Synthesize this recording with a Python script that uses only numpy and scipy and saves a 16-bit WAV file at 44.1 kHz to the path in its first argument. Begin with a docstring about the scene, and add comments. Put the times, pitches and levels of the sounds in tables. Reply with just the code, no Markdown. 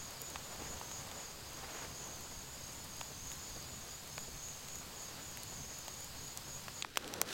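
"""Small wood fire in summer woods

One microphone by a fire: shaped noise flutters, hisses and thuds, and ringing noise bursts tick and pop.
Two near katydids chirp near 7 kHz, rattling tones that drift in and out of step; a third buzzes with
falling pitch. Far off, bands of noise make the insect chorus, over a low outdoor rumble.
Near the end the scene cuts to a quieter spot: a hand rummages in a canvas bag, in two layers of
uneven noise, and hard things click."""
import sys
import numpy as np
from scipy import signal
from scipy.fft import rfft, irfft, next_fast_len
from scipy.io import wavfile
from scipy.ndimage import map_coordinates

SR = 44100
rng = np.random.default_rng(int(sys.argv[2]) if len(sys.argv) > 2 else 0)


def wav_out(sig):
    """Save sig, one row per channel (or a flat mono array), as 16-bit PCM at SR to the path in sys.argv[1]."""
    wavfile.write(sys.argv[1], SR, np.round(np.clip(np.atleast_2d(sig).T, -1, 1) * 32767).astype(np.int16))


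N = 323235

CUT_S = 6.82  # the change of place
TOP_HZ = 16000  # band limit of the recorder

# Low outdoor rumble, spectrum: f/Hz, level/dB per Hz
RUMBLE_TONE = [(15, 2), (35, -30), (52, -7), (64, 1), (85, -3), (105, -3), (135, -4), (175, -6),
               (230, -9.5), (300, -12.5), (600, -31.5), (2000, -53)]

# Far chorus, one band for each species: f/Hz, width/Hz, level/dB
CHORUS = [(4375, 250, -68.5), (4770, 240, -63.5), (5180, 140, -68), (6680, 1100, -61.5),
          (7600, 1540, -62.5)]

# Near katydids, evenly paced calls: middle of first call t/s, run ends t/s, period/s, level/dB before trim
HIGH_RUNS = [(.002, 1.4, 0.24, -55.5), (1.76, 3.4, .2565, -56), (3.452, 6.9, .257, -55.5)]
LOW_RUNS = [(.04, 1.65, .301, -56.5), (1.78, 6.95, .2965, -55)]
# Long bouts of the third katydid: middle of first bout t/s, run ends t/s, period/s, level/dB
BUZZ_RUNS = [(.86, 6.3, 1.201, -57)]

# Hand in the bag: t/s, handling level/dB before trim, scrape level/dB
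BAG_MOVES = [(6.86, -62, -56.5), (6.94, -63, -56), (7.04, -51.5, -53.5), (7.19, -47.5, -51),
             (7.245, -52, -56.5), (7.29, -50.5, -46), (7.32, -50, -44)]
# Spectra of the handling and the scrape: f/Hz, level/dB per Hz
HANDLING_TONE = [(60, -18), (130, -4.5), (290, 1.5), (500, 1), (640, -4.5), (1400, -7.5), (3000, -25),
                 (9000, -52)]
SCRAPE_TONE = [(300, -3), (900, -10), (1500, 3.5), (2100, -0.5), (4000, 1.5), (7000, -3.5), (10000, -11),
               (16000, -13)]
# Clicks of the gear: t/s, level/dB before trim, pitch f/Hz, spread/octaves, t60/s
CLICKS = [(6.8231, -33.5, 3400, 0.82, .014), (6.8472, -39, 1000, 1.4, .007), (6.9579, -44, 2000, 1.5, .008),
          (6.9722, -28, 1910, 1.9, 0.0065), (6.9755, -39.5, 5000, 1.6, .009),
          (7.0437, -46.5, 3200, 0.79, .01), (7.078, -45, 4500, 1.1, 0.0045),
          (7.1383, -38.5, 5850, 0.82, 0.0062), (7.2152, -26.5, 8400, 0.84, 0.0027),
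          (7.2157, -33.5, 1300, 1.3, 0.0054)]

# Rush of the flames, with three early flares: t/s, level/dB before trim
FLAME_LEVEL = [(0, -56), (.48, -55.5), (.62, -52.5), (.8, -54.5), (1.03, -54), (1.14, -51), (1.3, -55.5),
               (1.58, -55.5), (1.8, -48.5), (1.92, -55), (2.05, -54.5), (2.3, -57), (3.15, -58.5),
               (3.5, -57), (4.4, -59), (5.2, -56), (5.7, -57.5), (6.8, -58)]
# Low puffs of flapping flame: t/s, level/dB
PUFFS = [(1.63, -51), (2.37, -54), (3.19, -52), (3.54, -53), (4.35, -51)]
# Dull thuds in the fire: t/s, level/dB
THUDS = [(.291, -57), (.622, -47.5), (.71, -55), (3.114, -51.5), (3.57, -51.5), (4.285, -51)]
# Pops of the burning wood: t/s, level/dB before trim, pitch f/Hz, spread/octaves, t60/s
POPS = [(.1074, -51, 14000, .8, .007), (.2173, -40.5, 13000, .75, .0053), (.3582, -39, 1750, 0.95, 0.011),
        (.8128, -42.5, 1200, 0.76, .01), (.9146, -46, 2600, 1.7, 0.0055), (1.1138, -45, 2780, 1.2, .012),
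        (2.2087, -51, 13000, .7, .012), (3.0115, -38.5, 1500, 1.6, 0.014), (3.3171, -45, 4500, 2.9, .004),
        (4.1793, -38.5, 1500, 1.6, 0.011), (4.485, -46, 3500, 2.7, .005), (4.6841, -45.5, 5000, 2.4, .02),
        (4.7559, -45.5, 9000, .6, .004), (5.3729, -42.5, 5500, 3.1, 0.0034),
        (5.4331, -44.5, 12000, 1.6, 0.0036), (5.881, -41, 2000, 2.6, .006), (6.0445, -48, 10500, .7, .006),
        (6.374, -38.5, 8000, .8, .004), (6.6819, -40.5, 1400, 1.6, .014)]
# Spectra of the fire's layers: f/Hz, level/dB per Hz
FLAME_TONE = [(120, -18), (250, -4), (480, 1.5), (750, 0), (1050, -.5), (2000, -12), (3500, -12),
              (7000, -13), (16000, -50)]
FLARE_TONE = [(500, -18), (1500, 7.5), (3000, 1), (4500, -17), (8000, -18), (16000, -15)]
PUFF_TONE = [(12, -12), (32, 8), (55, 2), (120, -14), (300, -23), (600, -30), (2000, -57)]
THUD_TONE = [(50, -6), (140, 4), (450, 7), (800, 0), (2000, -28), (6000, -60)]
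HISS_TONE = [(100, -13), (500, -5.5), (1000, -1), (2200, -1.5), (3300, 0.2), (4300, 0.5), (5600, -3),
             (7500, -4), (9500, -7.5), (13000, -6), (16000, -7)]

# Bands of a pop or click, as knock, crack, snap and tick: from f/Hz, to f/Hz
SNAP_BANDS = [(720, 1990), (2300, 4400), (5700, 7950), (9200, 16300)]
# Low thump under a knock: from f/Hz, to f/Hz
BODY_BAND = (330, 900)


def amp(db):
    """Level in dB to amplitude."""
    return 10 ** (np.asarray(db) / 20)


def unit(x):
    """x scaled to rms 1."""
    return x / np.sqrt(np.mean(x ** 2) + 1e-20)


def clock():
    """The time of each sample in seconds."""
    return np.arange(N) / SR


def curves(rows):
    """One value per sample for each column after the time."""
    times, *columns = np.transpose(rows)
    return [np.interp(clock(), times, column) for column in columns]


def wobble(rate):
    """A smooth random curve, rate knots a second."""
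    knots = rng.standard_normal(int(N * rate / SR) + 4)
    return map_coordinates(knots, [np.arange(N) * rate / SR])


def filtered(x, response):
    """x times a complex response of frequency."""
    m = next_fast_len(len(x) + 8192)
    spectrum = rfft(x, m) * response(np.fft.rfftfreq(m, 1 / SR))
    return irfft(spectrum, m)[:len(x)]


def resonate(x, hz, width_hz):
    """x through a resonance applied twice, for steep skirts."""
    def response(f):
        damping = 1j * f * width_hz
        return (damping / (hz * hz - f * f + damping)) ** 2
    return filtered(x, response)


def band_noise(hz, width_hz):
    """Noise of rms 1 ringing around one frequency."""
    return unit(resonate(rng.standard_normal(N), hz, width_hz))


def noise(tone):
    """Noise of rms 1 whose spectrum follows the points of tone."""
    hz, db = np.transpose(tone)
    def response(f):
        return amp(np.interp(np.log(f + 1), np.log(hz), db))
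    return unit(filtered(rng.standard_normal(N), response))


def cycles(hz):
    """Cycles counted so far at a changing rate."""
    return np.cumsum(hz) / SR


def swells(rows, length, edge):
    """A rounded swell around each (t/s, level/dB) row; length in seconds between half-amplitude points."""
    t = clock()
    total = np.zeros(N)
    for middle, db in rows:
        distance = np.minimum(np.abs(2 * (t - middle) / length), 10)
        total += amp(db) / (1 + distance ** edge)
    return total


def beats(runs):
    """The (middle t/s, level/dB) of every call in evenly paced runs."""
    return [(s, db) for first, end, period, db in runs for s in np.arange(first, end, period)]


def snaps(rows, attack, body_db, tail_db, tail_t60):
    """Millisecond bursts ring most in the bands near their pitch, then a faint tail off the ground."""
    out = np.zeros(N + SR)
    t = np.arange(SR // 10) / SR
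    bands = [signal.butter(2, edges, "bandpass", fs=SR, output="sos") for edges in [BODY_BAND, *SNAP_BANDS]]
    band_octaves = np.log2(SNAP_BANDS).mean(axis=1)
    span = np.sqrt(.005 * SR)  # band levels are rms over 5 ms
    for s, db, hz, spread, t60 in rows:
        shares = np.exp(-.5 * ((band_octaves - np.log2(hz)) / spread) ** 2)
        shares = shares / np.linalg.norm(shares)
        body_share = shares[0] * amp(body_db)
        burst = (1 - np.exp(-t / attack)) * amp(-60 * t / t60)
        envelope = burst + amp(tail_db - 60 * t / tail_t60)
        for share, band in zip([body_share, *shares], bands):
            ring = signal.sosfilt(band, envelope * rng.standard_normal(len(t)))
            out[round(s * SR):][:len(t)] += amp(db) * share * span * ring / np.linalg.norm(ring)
    return out[:N]


def rumble():
    """A low outdoor rumble of noise, with a faint wavering hum from a narrow resonance."""
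    hum = band_noise(135.5, 10.8)
    return amp(-55.5 + 1.6 * wobble(7.6)) * noise(RUMBLE_TONE) + amp(-66.5) * hum


def chorus():
    """Many far insects blur into bands of noise, each species swelling on its own."""
    total = np.zeros(N)
    for hz, width, db in CHORUS[:3]:
        total += amp(db + 1.25 * wobble(22) + 1.6 * wobble(8)) * band_noise(hz, width)
    # the two broad upper bands are steadier
    for hz, width, db in CHORUS[3:]:
        total += amp(db + .8 * wobble(22)) * band_noise(hz, width)
    return total


def woods(x, wet_db, t60):
    """Trunks and leaves scatter a short diffuse tail."""
    t = np.arange(SR // 2) / SR
    tail = rng.standard_normal(len(t)) * amp(-60 * t / t60)
    return x + amp(wet_db) * signal.fftconvolve(x, tail / np.linalg.norm(tail))[:N]


def buzzer(hz, fall_hz, stroke_rate, rough_db):
    """Long bouts of quick wing strokes; the pitch falls within each stroke."""
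    stroke = cycles(stroke_rate * (1 + 0.018 * wobble(8))) % 1
    pitch = hz - fall_hz * (stroke - .5) + 130 * wobble(500)
    loudness = np.sin(np.pi * stroke) ** 2 * amp(rough_db * wobble(300))
    wing = loudness * np.sin(2 * np.pi * cycles(pitch))
    return swells(beats(BUZZ_RUNS), length=0.38, edge=4.6) * unit(wing)


def katydid(chirps, hz, length, stroke_rate, stroke_depth, tooth_rate, tooth_depth,
            glide_hz, arch_hz, bend_hz, waver_hz):
    """A ringing wing: each chirp is a few strokes, each stroke rattles over the teeth of a file."""
    t = clock()
    middles = np.transpose(chirps)[0]
    nearest = np.abs(t[:, None] - middles).argmin(axis=1)
    from_middle = t - middles[nearest]
    stroke = np.sin(2 * np.pi * cycles(stroke_rate * (1 + 0.15 * wobble(18))))
    tooth = np.sin(2 * np.pi * cycles(tooth_rate * (1 + 0.112 * wobble(70))))
    # the wing sounds loudest and highest in mid-stroke and as a tooth catches
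    drive = (1 + stroke_depth * stroke) * (1 + tooth_depth * tooth) * amp(wobble(stroke_rate))
    glide = glide_hz * from_middle / length
    pitch = hz + glide + arch_hz * stroke + bend_hz * tooth + waver_hz * wobble(90)
    wing = drive * np.sin(2 * np.pi * cycles(pitch))
    return swells(chirps, length, edge=5.5) * unit(wing)


def file_rasp():
    """The scrape of the file in each chirp of the lower katydid, as a band of noise."""
    return swells(beats(LOW_RUNS), length=0.13, edge=4.5) * band_noise(6400, 620)


def near_katydids():
    """Three near singers, their wings ringing among the trunks."""
    high = katydid(beats(HIGH_RUNS), hz=6894, length=0.11, stroke_rate=42, stroke_depth=0.29,
                   tooth_rate=200, tooth_depth=0.6, glide_hz=6.4, arch_hz=9.4, bend_hz=35, waver_hz=27.2)
    low = katydid(beats(LOW_RUNS), hz=6590, length=0.16, stroke_rate=39, stroke_depth=.7,
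                  tooth_rate=74, tooth_depth=0.51, glide_hz=120, arch_hz=55, bend_hz=23, waver_hz=52.0)
    buzz = buzzer(hz=6425, fall_hz=1080, stroke_rate=65, rough_db=1.7)
    near = amp(-1) * high + amp(-2.5) * low + amp(-7) * file_rasp() + buzz
    return woods(near, wet_db=-5, t60=0.26)


def bag():
    """A hand shifts the canvas and scrapes along it in small jerks, as unevenly swelling noise."""
    handling_db, scrape_db = curves(BAG_MOVES)
    handling = amp(handling_db + 1.0 + 0.59 * wobble(45)) * noise(HANDLING_TONE)
    scrape = amp(scrape_db + 1.7 * wobble(280)) * noise(SCRAPE_TONE)
    return handling + scrape


def bag_clicks():
    """Hard things in the bag knock together in short ringing bursts."""
    return amp(-0.3) * snaps(CLICKS, attack=0.000071, body_db=-6.0, tail_db=-34, tail_t60=.05)


def crackle(rate, db, spread_db, t60):
    """Tiny random ticks from the embers, most of them faint, each dying within milliseconds."""
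    chance = rng.random(N)
    size = np.minimum(rng.standard_exponential(N), 3)
    ticks = (chance < rate / SR) * amp(db + spread_db * size)
    decay = amp(-60 * np.arange(SR // 20) / SR / t60)
    dying = signal.fftconvolve(ticks, decay)[:N]
    return resonate(dying * rng.standard_normal(N), 9000, 12000)


def flames():
    """Rushing, flapping flame: shaped noise, brighter when it flares, with low puffs."""
    flame_db = curves(FLAME_LEVEL)[0] + 1.45 * wobble(45)
    rush = amp(flame_db + 0.15) * noise(FLAME_TONE)
    # the bright layer rises 1.85 dB for each dB of the rush
    flare = amp(-55.0 + 1.85 * (flame_db + 50)) * noise(FLARE_TONE)
    puffs = swells(PUFFS, length=0.06, edge=2.3) * noise(PUFF_TONE)
    return rush + flare + puffs


def burning_wood():
    """The wood hisses steadily, thuds dully, ticks and pops: shaped noise and ringing bursts."""
    thuds = swells(THUDS, length=0.017, edge=2.8) * noise(THUD_TONE)
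    hiss = amp(-53.5 + 0.34 * wobble(3.54)) * noise(HISS_TONE)
    pops = amp(-0.8) * snaps(POPS, attack=.0001, body_db=-9, tail_db=-35, tail_t60=.06)
    ticks = crackle(rate=20, db=-50.5, spread_db=4.5, t60=0.0054)
    return thuds + hiss + pops + ticks


def scene():
    """The fire in the woods, then the bag at the quieter spot, the same in both channels."""
    after = np.clip((clock() - CUT_S) / 0.011 + .5, 0, 1)  # 11 ms crossfade
    camp = chorus() + near_katydids() + flames() + burning_wood()
    background = amp(-3 * after) * rumble()  # 3 dB lower at the second spot
    mono = background + (1 - after) * camp + after * bag() + bag_clicks()
    return np.array([mono, mono])


def record(dry):
    """The recorder keeps nothing above its band limit."""
    return np.array([filtered(channel, lambda hz: hz < TOP_HZ) for channel in dry])


dry = scene()
out = record(dry)
wav_out(out)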